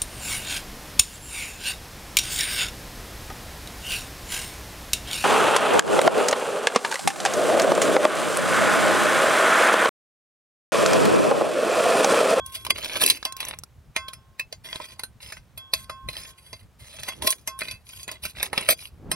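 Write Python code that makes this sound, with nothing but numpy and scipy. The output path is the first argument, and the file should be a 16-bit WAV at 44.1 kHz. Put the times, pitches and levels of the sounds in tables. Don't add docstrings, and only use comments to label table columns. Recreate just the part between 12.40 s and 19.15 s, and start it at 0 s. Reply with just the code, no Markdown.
import sys
import numpy as np
from scipy import signal
from scipy.fft import rfft, irfft, next_fast_len
from scipy.io import wavfile
from scipy.ndimage import uniform_filter1d

SR = 44100
rng = np.random.default_rng(int(sys.argv[2]) if len(sys.argv) > 2 else 0)


def wav_out(sig):
    wavfile.write(sys.argv[1], SR, np.round(np.clip(np.atleast_2d(sig).T, -1, 1) * 32767).astype(np.int16))


N = 297675
BAND_LIMIT_HZ = 15900

EASE_IN_DB, EASE_OUT_DB = 7, 10
TRICKLE_DB, TRICKLE_T60_S = -23.5, 0.5
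# (start [s], length [s], relative peak level [dB],
# place of the peak in the stroke [0-1], spectral tilt [dB/octave])
STROKES = [(0.054, 0.22, -42, 0.47, 2.5), (0.35, 0.26, -27.5, 1, -3), (0.597, 0.18, -25, 0.3, 1),
           (0.977, 0.17, -34, 0.33, -4), (2.243, 0.3, -36.5, 0, -1), (2.81, 0.18, -39.5, 0.2, 0),
           (3.366, 0.079, -38, 0.1, 2.5), (3.683, 0.24, -38, 0.42, 0), (3.973, 0.27, -51, 0.07, 2.5),
           (4.395, 0.41, -40.5, 0.63, -1.5), (4.824, 0.11, -20.5, 0.84, 5), (5.198, 0.16, -34, 0.07, -0.5),
           (5.452, 0.2, -40, 0.88, 3), (5.681, 0.09, -39, 0.1, -3.5), (5.827, 0.088, -32, 0.19, 1),
           (5.958, 0.13, -31.5, 0.75, -2.5), (6.144, 0.18, -35, 0.6, -4.5), (6.371, 0.12, -41, 0.59, 1.5)]
def scraping(level_db=-2.0, slip_db=3.0, slip_hz=70, fade_s=.02):
    force = np.zeros(N)
    for start, length, db, hardest, slope in STROKES:
        t = np.arange(0, length + .5, 1 / SR)
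        sand = grains(len(t), per_s=3000, spread_db=3.5, dust=.25)
        clumps = unit(shifting_colour(sand) * amp(slip_db * wander(len(t), slip_hz)))
        grit = unit(stone_colour(clumps + .75 * gravel(len(t)), slope, stone_db=2))
        touch = np.clip(np.minimum(t, length + fade_s - t) / fade_s, 0, 1)
        push_db = np.interp(t / (length + fade_s), [0, hardest, 1], [-EASE_IN_DB, 0, -EASE_OUT_DB])
        trickle = (t > length) * amp(TRICKLE_DB - 60 * (t - length) / TRICKLE_T60_S)
        envelope = np.maximum(touch * amp(push_db), trickle)
        add(force, start - fade_s / 2, grit * amp(level_db + db) * envelope)
    return force


def grains(count, per_s, spread_db, dust):
    snaps = rng.random(count) < per_s / SR
    strength = amp(spread_db * np.minimum(rng.exponential(1, count), 4))
    sign = rng.choice([-1, 1], count)
    return unit(unit(sign * snaps * strength) + dust * rng.standard_normal(count))


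def gravel(count, per_s=110, spread_db=6, pitch_hz=3800, t60=0.025):
    out = np.zeros(count)
    for place, rank, pitch in rng.random((int(per_s * count / SR), 3)):
        strength = amp(-spread_db * np.log(rank + 0.025))
        add(out, place * count / SR, strength * stone_tick(pitch_hz * 2 ** (2 * pitch - 1), t60))
    return unit(out)


def stone_colour(x, slope, stone_db=3.5):
    knots_hz = np.geomspace(400, 16000, num=36)
    resonances = np.c_[knots_hz, stone_db * rng.standard_normal(len(knots_hz))]
    octaves = lambda hz: np.log2(np.clip(hz, 1000, 11000) / 4000)
    return shaped(x, lambda hz: amp(slope * octaves(hz) + read(resonances, hz)))


def shifting_colour(x, depth_db=3.0, size=5):
    spectrogram = signal.stft(x)[2]
    patches = uniform_filter1d(rng.standard_normal(spectrogram.shape), size, axis=0)
    patches = uniform_filter1d(patches, size, axis=1)
    return signal.istft(spectrogram * amp(depth_db * unit(patches)))[1][:len(x)]


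# (time [s], relative level [dB], spectral tilt [dB/octave], resonance [Hz])
KNOCKS = [(0.062, -33.5, 10.5, 6000), (0.25, -28.5, 0, 1127), (0.266, -25.5, -2.5, 1170),
          (0.6626, -14, 3.5, 5845), (0.7, -12, 1.5, 4090), (0.8518, -21.5, -1, 1090),
          (1.004, -27.5, 0.5, 1970), (1.085, -31, -5.5, 10800), (1.5632, -21.5, -4, 2400),
          (1.6831, -34.5, -1.5, 3540), (1.7336, -36, -0.5, 1290), (1.996, -23.5, -1, 2460),
          (2.126, -33.5, -1.5, 5300), (2.358, -32, -3.5, 3350), (2.401, -32, -16, 2680),
          (2.594, -32, -1, 880), (2.635, -30, -3.5, 11400), (2.9223, -32, -2, 1660), (3.177, -33.5, 5, 910),
          (3.3364, -18, 0, 4630), (3.497, -30.5, -6.5, 1340), (3.687, -32, -1, 2700),
          (3.7673, -34, -3, 3020), (4.13, -37, -5, 4950), (4.633, -27.5, 1, 846), (4.822, -27, -2.5, 850),
          (4.9047, -18, 6, 1000), (5.075, -23.5, -1, 7340), (5.19, -30, 3.5, 1660),
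          (5.208, -31.5, 1.5, 2430), (5.3115, -31, 2, 4220), (5.679, -34, -3.5, 8400),
          (5.715, -30.5, 1, 1060), (5.8525, -26.5, -0.5, 1610), (6.029, -21.5, -0.5, 1700),
          (6.131, -22, -9, 11000), (6.178, -18, -5, 2870), (6.2111, -31, -6, 9960),
          (6.2887, -13.5, -4, 10650), (6.716, -19.5, -3.5, 9450)]
def knocking(level_db=-1.5, crack_s=0.0028, t60=0.089, scuff_s=0.0058, stone_db=9.0):
    force, t = np.zeros(N), np.arange(-SR // 50, SR // 8) / SR
    scuff = 0.27 * np.exp(-abs(t) / scuff_s)
    crack = 4.5 * np.exp(-abs(t) / crack_s)
    rattle = amp(-60 * t / t60)
    envelope = np.where(t < 0, scuff, crack + rattle)
    for s, db, slope, stone_hz in KNOCKS:
        burst = grains(len(t), per_s=9900, spread_db=2.5, dust=0.55) * envelope
        burst = stone_colour(burst, slope, stone_db=3.0)
        knock = shaped(burst, lambda hz: amp(stone_db * bell(hz, stone_hz, octaves=0.5)))
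        attack_rms = np.sqrt(np.mean(knock[(t > 0) & (t < .01)] ** 2))
        add(force, s + t[0], amp(db + level_db) * knock / attack_rms)
    return force


# (peak time [s], relative level [dB], time constant [s], spectral tilt [dB/octave])
CRUNCHES = [(0.154, -26, 0.01, 2), (0.3065, -7, 0.0023, -2), (0.62, -13, 0.0075, -1),
            (0.638, -12.5, 0.0053, -2.5), (4.688, -22, 0.0066, -4), (4.848, -27, 0.017, -12),
            (4.875, -10, 0.004, 1), (6.308, -11.5, 0.0098, 0.5), (6.326, -17.5, 0.0055, 1)]
def crunching(level_db=-5.0):
    force = np.zeros(N)
    for s, db, tau, slope in CRUNCHES:
        t = np.arange(-4 * tau, 4 * tau, 1 / SR)
        slips = grains(len(t), per_s=6900, spread_db=-2.0, dust=0.99)
        burst = stone_colour(slips * np.exp(-abs(t) / tau), slope)
        core_rms = np.sqrt(np.mean(burst[abs(t) < tau] ** 2))
        add(force, s + t[0], amp(db + level_db) * burst / core_rms)
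    return force


# (frequency [Hz], relative spectral level [dB])
GRIT_SPECTRUM = [(60, -28), (350, -15), (800, -8.5), (1400, -9.5), (2000, -2.5), (2600, 2), (3300, 2.5),
                 (5000, -2), (7000, -5.5), (10000, 1.5), (13000, -2.5), (15000, -15.5)]
def direct_contact(force, size=2048):
    log_gain = np.log(amp(read(GRIT_SPECTRUM, abs(np.fft.fftfreq(size, 1 / SR)))))
    response = np.fft.ifft(np.exp(np.conj(signal.hilbert(log_gain)))).real[:size // 2]
    return signal.oaconvolve(force, response / np.linalg.norm(response))[:N]


# (frequency [Hz], relative level [dB], T60 when free [s])
BLADE_MODES = [(646, -3, 0.11), (1066, -11, 2.0), (1324, -19, 0.4), (1545, -17, 1.1), (1890, -20, 0.17),
               (2094, -6, 0.14), (2536, -5, 0.08), (2611, -11, 0.26), (3341, -8, 0.5), (4129, -7, 0.1),
               (4705, -12, 0.17), (4762, -9, 0.16), (5130, -11, 0.18), (5819, -16, 0.15), (6320, -11, 0.09),
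               (6761, -14, 0.18), (8500, -12, 0.08), (9216, -15, 0.2), (9966, -15, 0.12), (10720, -14, 0.1),
               (11300, -15, 0.1)]
def pressed_blade(force, slope=0.3, shift_db=4.5, soil_t60=.08):
    out, t = np.zeros(N), np.arange(SR // 6) / SR
    rings = []
    for hz, db, t60 in BLADE_MODES:
        fall_db = 60 * t * (1 / t60 + np.sqrt(1000 / hz) / soil_t60)
        rings.append(amp(db + slope * np.log2(hz / 1000) - fall_db) * np.sin(2 * np.pi * hz * t))
    for ring in rings:
        coupling = amp(shift_db * (wander(N, 9) - 1.5))
        out += signal.oaconvolve(force * coupling, ring)[:N]
    return out / np.linalg.norm(rings)


FAVOUR_DB, FAVOUR_OCTAVES = 17.5, 0.1
# (time [s], return to soil [s], relative level [dB], favoured pitch [Hz])
RELEASES = [(-0.15, 0.156, -28, 3350), (0.161, 0.25, -43, 3480), (0.861, 0.975, -34, 1153),
            (1.564, 1.714, -28.5, 2200), (1.731, 1.99, -50, 5300), (3.175, 3.32, -43.5, 3450),
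            (3.334, 3.48, -40.5, 680), (3.496, 3.7, -36.5, 1140), (3.776, 4.02, -45.5, 4950),
            (4.703, 4.743, -44.5, 3300), (4.875, 4.908, -32, 3340), (5.083, 5.182, -37.5, 1127),
            (6.714, 6.748, -30.5, 5400)]
def free_blade(stop_t60=0.099):
    out, t = np.zeros(N), np.arange(SR * 2 // 3) / SR
    for s, until, blow_db, favoured_hz in RELEASES:
        buried_s = np.maximum(t - (until - s), 0)
        for hz, db, t60 in BLADE_MODES:
            fall_db = 60 * (t / t60 + buried_s / stop_t60 * np.sqrt(hz / 1000))
            envelope = amp(blow_db + db + FAVOUR_DB * bell(hz, favoured_hz, FAVOUR_OCTAVES) - fall_db)
            add(out, s, rng.choice([-1, 1]) * envelope * np.sin(2 * np.pi * hz * t))
    return out


# (time [s], relative level [dB], centre pitch [Hz])
PEBBLES = [(0.446, -25.5, 6840), (0.6865, -19.5, 8800), (0.8283, -31, 3740), (0.924, -31.5, 8130),
           (0.967, -32.5, 8760), (1.051, -30, 7000), (1.111, -31, 3170), (1.188, -35, 8500),
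           (1.2359, -34.5, 5560)]
def falling_pebbles(level_db=6, t60=0.021):
    out = np.zeros(N)
    for s, db, hz in PEBBLES:
        add(out, s, amp(level_db + db) * stone_tick(hz, t60))
    return out


def stone_tick(hz, t60, spread=0.45, count=12):
    t = np.arange(SR // 25) / SR
    modes_hz = np.minimum(hz * np.exp(spread * rng.standard_normal(count)), BAND_LIMIT_HZ)
    return np.sin(2 * np.pi * np.outer(t, modes_hz)).sum(axis=1) * amp(-60 * t / t60) / np.sqrt(count)


# (peak time [s], level [dB], time constant [s])
THUDS = [(0.303, -42, 0.029), (0.656, -35, 0.048), (4.848, -46, 0.057), (6.17, -48, 0.1)]
def low_thuds(centre_hz=350):
    t = np.arange(N) / SR
    band = lambda hz: 1 / (1 + (2 * np.log2((hz + 1) / centre_hz)) ** 2)
    noise = unit(shaped(rng.standard_normal(N), band))
    return noise * sum(amp(db) * np.exp(-abs(t - s) / tau) for s, db, tau in THUDS)


# (frequency [Hz], lead of the left [rad])
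PORT_PHASE = [(0, 0), (600, -1.3), (1030, -.1), (2400, -.3), (3400, -4), (5340, -5.9), (7200, -3.2),
              (10500, 0), (15600, 6)]
# (frequency [Hz], left minus right [dB])
PORT_BALANCE = [(100, 2.5), (550, -7.5), (1900, -0.5), (3400, -2), (5000, -0.5)]
def stereo_paths(x):
    side = np.array([[.5], [-.5]])
    phase = lambda hz: side * np.interp(hz, *np.transpose(PORT_PHASE))
    return shaped(x, lambda hz: amp(side * read(PORT_BALANCE, hz)) * np.exp(1j * phase(hz)))


def rock_echoes(x, level_db=-8, t60=0.03, positions=6):
    t, out = np.arange(SR // 10) / SR, np.zeros((2, N))
    weights = np.array([wander(N, 10) for _ in range(positions)])
    for share in weights / np.linalg.norm(weights, axis=0):
        echoes = rng.standard_normal((2, len(t))) * amp(-60 * t / t60)
        out += signal.oaconvolve((x * share)[None], echoes / np.linalg.norm(echoes[0]), axes=1)[:, :N]
    return amp(level_db) * out


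# (time [s], level [dB])
PUFF = [(6.52, -62.5), (6.69, -37), (6.75, -41.5)]
def wind_puff(corner_hz=180):
    noise = rng.standard_normal(N) + .5 * rng.standard_normal((2, N))
    gust = unit(shaped(noise, lambda hz: hz / (hz + 90) / (1 + (hz / corner_hz) ** 2)))
    return gust * amp(np.interp(np.arange(N) / SR, *np.transpose(PUFF), left=-120))


# (frequency [Hz], relative spectral level [dB])
AIR_SPECTRUM = [(22, -21), (60, 4), (130, -3), (300, -21), (1000, -25), (4000, -36), (16000, -43)]
def moving_air(rumble_db=-52.0, hiss_db=-52.5, lump_db=4.5):
    noise = rng.standard_normal(N) + .5 * rng.standard_normal((2, N))
    noise = unit(shaped(noise, lambda hz: amp(read(AIR_SPECTRUM, hz))))
    low = shaped(noise, lambda hz: 1 / (1 + (hz / 300) ** 4))
    rumble = unit(low * amp(lump_db * wander(N, 26)))
    return amp(rumble_db) * rumble + amp(hiss_db) * (noise - low)


def amp(db):
    return 10 ** (np.asarray(db) / 20)


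def unit(x):
    return x / np.sqrt(np.mean(x ** 2) + 1e-20)


def read(points, hz):
    knots_hz, values = np.transpose(points)
    return np.interp(np.log(hz + 1), np.log(knots_hz + 1), values)


def bell(hz, centre_hz, octaves):
    return np.exp(-(np.log2((hz + 1) / centre_hz) / octaves) ** 2)


def wander(count, hz):
    knots = rng.standard_normal(int(count * hz / SR) + 3)
    return 1.26 * np.interp(np.arange(count) * hz / SR, np.arange(len(knots)), knots)


def shaped(x, gain):
    size = next_fast_len(x.shape[-1] + 2048)
    return irfft(rfft(x, size) * gain(np.fft.rfftfreq(size, 1 / SR)), size)[..., :x.shape[-1]]


def add(mix, s, sound):
    at = round(s * SR)
    sound = sound[max(-at, 0):]
    part = mix[max(at, 0):][:len(sound)]
    part += sound[:len(part)]


# (time [s], level relative to direct drive [dB])
LOOSENESS = [(0.6, -7.5), (2.3, -2.5), (2.65, 0), (4.0, 2), (4.65, -4), (5.55, 6), (6.0, -10), (6.4, -2)]
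def scene():
    force = scraping() + knocking() + crunching()
    loose = amp(np.interp(np.arange(N) / SR, *np.transpose(LOOSENESS)))
    force = force / np.hypot(1, loose / 2)
    contacts = direct_contact(force) + pressed_blade(force * loose)
    digging = contacts + falling_pebbles() + low_thuds()
    return stereo_paths(digging + free_blade()) + rock_echoes(digging) + moving_air() + wind_puff()


def record(dry):
    lowpass = signal.firwin(401, BAND_LIMIT_HZ, window=("kaiser", 8), fs=SR)
    return signal.oaconvolve(np.clip(dry, -1, 1), lowpass[None], "same")


dry = scene()
out = record(dry)
wav_out(out)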